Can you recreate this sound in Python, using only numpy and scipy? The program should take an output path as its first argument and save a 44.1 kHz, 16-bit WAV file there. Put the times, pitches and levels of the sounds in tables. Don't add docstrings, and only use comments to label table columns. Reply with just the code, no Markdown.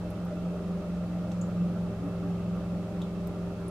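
import sys
import numpy as np
from scipy import signal
from scipy.fft import rfft, irfft
from scipy.io import wavfile
from scipy.ndimage import uniform_filter1d

SR = 44100
rng = np.random.default_rng(int(sys.argv[2]) if len(sys.argv) > 2 else 0)


def volts_from_decibels(level):
    exponent = np.asarray(level, float) / 20
    return 10 ** exponent


def generate_wav(sig):
    pcm = np.round(np.clip(np.atleast_2d(sig).T, -1, 1) * 32767).astype(np.int16)
    wavfile.write(sys.argv[1], SR, pcm)


N = 163170


def evened(x):
    return x / np.sqrt(np.mean(x ** 2) + 1e-20)


def read(points, hz):
    f, value = np.transpose(points)
    return np.interp(np.log(hz + 1), np.log(f + 1), value)


def curve(points):
    s, value = np.transpose(points)
    return uniform_filter1d(np.interp(np.arange(N) / SR, s, value), size=2000)


def slow(top_hz, count):
    drift_rate, length = 500, 4096
    hz = np.fft.rfftfreq(length, 1 / drift_rate)
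    lowpass = (hz > 0) / (1 + (hz / top_hz) ** 4)
    drifts = irfft(rfft(rng.standard_normal((count, length))) * lowpass)
    at = np.arange(N) * drift_rate / SR
    return np.array([evened(np.interp(at, np.arange(length), row)) for row in drifts])


def resonate(x, hz, width):
    turn = np.exp(2j * np.pi * hz * np.arange(x.shape[-1]) / SR)
    r = np.exp(-np.pi * width / SR)
    return 2 * (turn * signal.lfilter([1 - r], [1, -r], x / turn)).real


def noise(spectrum, same, patchy_db):
    frames, hz = N // 512 + 5, np.fft.rfftfreq(2048, 1 / SR)
    a, b, c, d, patches = rng.standard_normal((frames, 1025, 5)).T
    patches = uniform_filter1d(patches, size=16, axis=0)
    patches = evened(uniform_filter1d(patches, size=5, axis=1))
    same = np.clip(same(hz), 0, 1)[:, None]
    left = a + 1j * b
    right = same * left + np.sqrt(1 - same ** 2) * (c + 1j * d)
    z = np.array([left, right]) * volts_from_decibels(spectrum(hz)[:, None] + patchy_db * patches)
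    return evened(signal.istft(z, nperseg=2048, noverlap=1536)[1][:, :N])


def lean(x, points):
    hz = np.fft.rfftfreq(N, 1 / SR)
    return irfft(rfft(x) * volts_from_decibels(np.array([[.5], [-.5]]) * read(points, hz)), N)


def microphone_hiss():
    # frequency_hz, density_db [dB per Hz]
    hiss_spectrum = [(900, -24.5), (1600, -15), (2500, -7), (4000, -10), (7000, -16), (12000, -22),
                     (15500, -28.5)]
    spectrum = [(200, -12), *hiss_spectrum]
    return volts_from_decibels(-59.5) * noise(lambda hz: read(spectrum, hz), lambda hz: 0 * hz, patchy_db=.3)


def bubbles():
    # start_s, level_db, ring_hz, ring_width_hz, snap_db
    ticks = [(.1052, -41, 11000, 1400, -12), (.251, -46, 12700, 1500, -16), (1.3168, -41, 3300, 1000, -14),
             (1.3172, -42, 5850, 1000, -24), (1.3177, -45.5, 7400, 900, -26),
             (1.4138, -34.5, 7060, 510, -17), (3.0173, -35.5, 3480, 455, -16),
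             (3.0184, -43, 6800, 1800, -5), (3.2724, -38, 13700, 1400, -9), (3.2726, -45, 8000, 2800, -2),
             (3.682, -37, 9700, 900, -17)]
    # delay_s, level_db
    echoes = [(.0012, -7), (.0029, -2.5), (.0045, -8), (.0068, -9)]
    # frequency_hz, t60_s
    room = [(3000, .22), (7000, .2), (10000, .09), (14000, .035)]
    room_db, spread, snap_ratio = -26, .25, 2.3
    out, t = np.zeros((2, N + 8000)), np.arange(8000) / SR
    for s, db, hz, width, snap_db in ticks:
        decay = volts_from_decibels(room_db - 60 * t / read(room, hz))
        tail = decay * rng.standard_normal((2, len(t))) * (t > .003)
        taps = np.zeros_like(tail)
        taps[:, 0] = 1
        for delay, echo_db in echoes:
            u, v = rng.uniform(-1, 1, 2)
            at = round((delay + .0004 * u) * SR)
            echo = volts_from_decibels(echo_db) * np.sign(v)
            taps[0, at] += echo
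            taps[1, at + round(10 * spread * v)] += echo
        ring = resonate(resonate(taps + tail, hz, 1.5 * width), hz, 1.5 * width)
        ring *= SR / (2 * np.pi * width)
        band = [hz / snap_ratio, min(hz * snap_ratio, SR / 3)]
        snap = signal.lfilter(*signal.butter(2, band, "band", fs=SR), taps + .3 * tail)
        out[:, round(s * SR):][:, :len(t)] += volts_from_decibels(db) * (ring + volts_from_decibels(snap_db) * 2 * snap)
    return out[:, :N]


def gulps():
    rate_per_s, spread_db = 250, 2.5
    chance, size, side = rng.random((N, 3)).T
    knocks = (chance < rate_per_s / SR) * volts_from_decibels(-spread_db * np.log(size + 0.0084)) * np.sign(side - .5)
    balance = np.array([1 + 0.33 * size, 1.4 - 0.64 * size]) / 1.13
    return evened(knocks) * balance


def water():
    # pitch_hz, width_hz, level_db
    housing = [(115, 5.4, -55.5), (168.7, 4, -52.5), (201.4, 11, -50.5), (282.6, 41, -60),
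               (306.3, 8, -56.5), (523, 20, -53), (599.3, 51, -48), (635, 19.5, -58.5), (772.6, 63, -56.5),
               (1202, 85, -60), (1267.6, 93, -58.5), (1342, 77, -63), (2653, 42, -72.5), (3133, 17, -78.5)]
    # frequency_hz, density_db [dB per Hz]
    rush = [(12, -17), (25, 0), (70, -3), (250, -0.5), (480, 1), (690, -7), (1000, -10), (2300, -21.5)]
    # frequency_hz, likeness [0-1]
    likeness = [(30, 0.82), (150, 0.93), (600, 1), (1000, 0.69), (1400, 0.75), (2500, 0.14)]
    # frequency_hz, left_minus_right_db
    flow_lean = [(60, -0.4), (200, 2), (700, -0.5), (1300, -1.4), (2400, -5.5)]
    gulp_share, gulp_from_hz = .4, 400
    same = lambda hz: read(likeness, hz)
    flow = noise(lambda hz: 0 * hz, same, patchy_db=0)
    knocked = np.sqrt(1 - gulp_share) * flow + np.sqrt(gulp_share) * gulps()
    gurgle = volts_from_decibels(1.5 * slow(30, count=len(housing)))
    out = np.zeros((2, N))
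    for (hz, width, db), g in zip(housing, gurgle):
        drive = g * (knocked if hz > gulp_from_hz else flow)
        ringing = resonate(resonate(drive, hz, 1.28 * width), hz, 1.28 * width)
        out += volts_from_decibels(db) * evened(ringing)
    rush = [*rush, (8000, -62.5)]
    out += volts_from_decibels(-46.5) * noise(lambda hz: read(rush, hz), same, patchy_db=2)
    return lean(out, flow_lean)


def mains_buzz():
    # pitch_hz, level_db
    mains = [(60, -61), (120, -55), (240, -60), (300, -54), (360, -63), (480, -62), (600, -55), (720, -68)]
    t = np.arange(N) / SR
    return sum(volts_from_decibels(db) * np.sin(2 * np.pi * (hz * t + rng.random())) for hz, db in mains)


def bearing_whine(turns):
    shake = 1 + 0.73 * np.cos(2 * np.pi * turns)
    level = volts_from_decibels(-75 + 1.5 * slow(12, count=2))
    side_phase = np.array([[0], [1]])
    return level * shake * np.sin(2 * np.pi * 121 * turns + side_phase)


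def rotor_tones(turns, turns_per_s):
    # order [multiple], level_db, wander_db
    orders = [(1, -62, 0), (2, -64.5, 6), (3, -50.5, 2.5), (4, -48, 0.4), (7, -56, 5.5), (10, -54, -5),
              (12, -59.5, 0.5), (13, -64.5, 9), (14, -57, 2.5), (16, -65, 6.5), (6, -66, 0.5)]
    # time_s, level_db
    blade = [(0.0, -38.5), (0.48, -33), (0.64, -36.5), (0.75, -32), (0.85, -37.5), (1.0, -31.5),
             (1.05, -34), (1.54, -32), (1.62, -27.5), (1.93, -36.5), (1.98, -40), (2.05, -36), (2.31, -32),
             (2.84, -34.5), (2.91, -39.5), (2.97, -34.5), (3.55, -36), (3.7, -41)]
    # time_s, level_db
    vane = [(0.0, -52), (0.79, -46.5), (1.19, -65), (1.43, -52), (2.35, -45.5), (2.5, -50), (3.65, -46),
            (3.7, -44)]
    # time_s, order_5_db, order_9_db
    cabinet = [(0.0, -45.5, -71), (0.12, -43.5, -49.5), (0.5, -51.5, -72), (0.64, -53, -38.5),
               (0.99, -56, -49.5), (1.03, -40.5, -39), (1.11, -48, -70), (1.29, -43, -42), (2.47, -43, -48),
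               (2.52, -42.5, -41.5), (3.31, -48, -46.5), (3.34, -46, -60), (3.64, -46, -55),
               (3.7, -51, -62)]
    throb_hz, throb_db, throb_peak_s = 4.4, 1.92, 1.62
    wander_hz, lag_rad_per_khz, curl_turns = 5.5, 0.8, -.15
    t = np.arange(N) / SR
    throb = throb_db * np.cos(2 * np.pi * throb_hz * (t - throb_peak_s))
    tones = [(8, curve(blade) + throb), (18, curve(vane))]
    tones += [(5, curve([r[:2] for r in cabinet])), (9, curve([r[::2] for r in cabinet]))]
    for (k, db, wander_db), drift in zip(orders, slow(wander_hz, count=len(orders))):
        tones.append((round(k), db + wander_db * drift))
    lag = np.array([[0], [lag_rad_per_khz / 1000]])
    out = np.zeros((2, N))
    for k, db in tones:
        phase = 2 * np.pi * (k * turns + curl_turns * k ** 2) + lag * k * turns_per_s
        out += volts_from_decibels(db) * np.sin(phase)
    return out


def motor():
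    # time_s, speed [turns per s]
    speed = [(0, 21.9), (1.75, 21.9), (1.85, 21.83), (3.7, 21.83)]
    # frequency_hz, left_minus_right_db
    motor_lean = [(60, .5), (100, .1), (150, .6), (175, -.5), (200, -.3), (220, .8), (400, .01)]
    turns = np.cumsum(curve(speed)) / SR
    out = rotor_tones(turns, speed[0][1]) + bearing_whine(turns) + mains_buzz()
    return np.sqrt(2) * lean(out, motor_lean)


def scene():
    return bubbles() + water() + motor()


def top_cut(x):
    return signal.sosfilt(signal.butter(12, 15660, fs=SR, output="sos"), x)


def record(dry):
    edge = signal.firwin(511, 15790, window=("kaiser", 9), fs=SR)
    mix = signal.oaconvolve(dry + microphone_hiss(), edge[None], "same")
    return top_cut(mix)


dry = scene()
out = record(dry)
generate_wav(out)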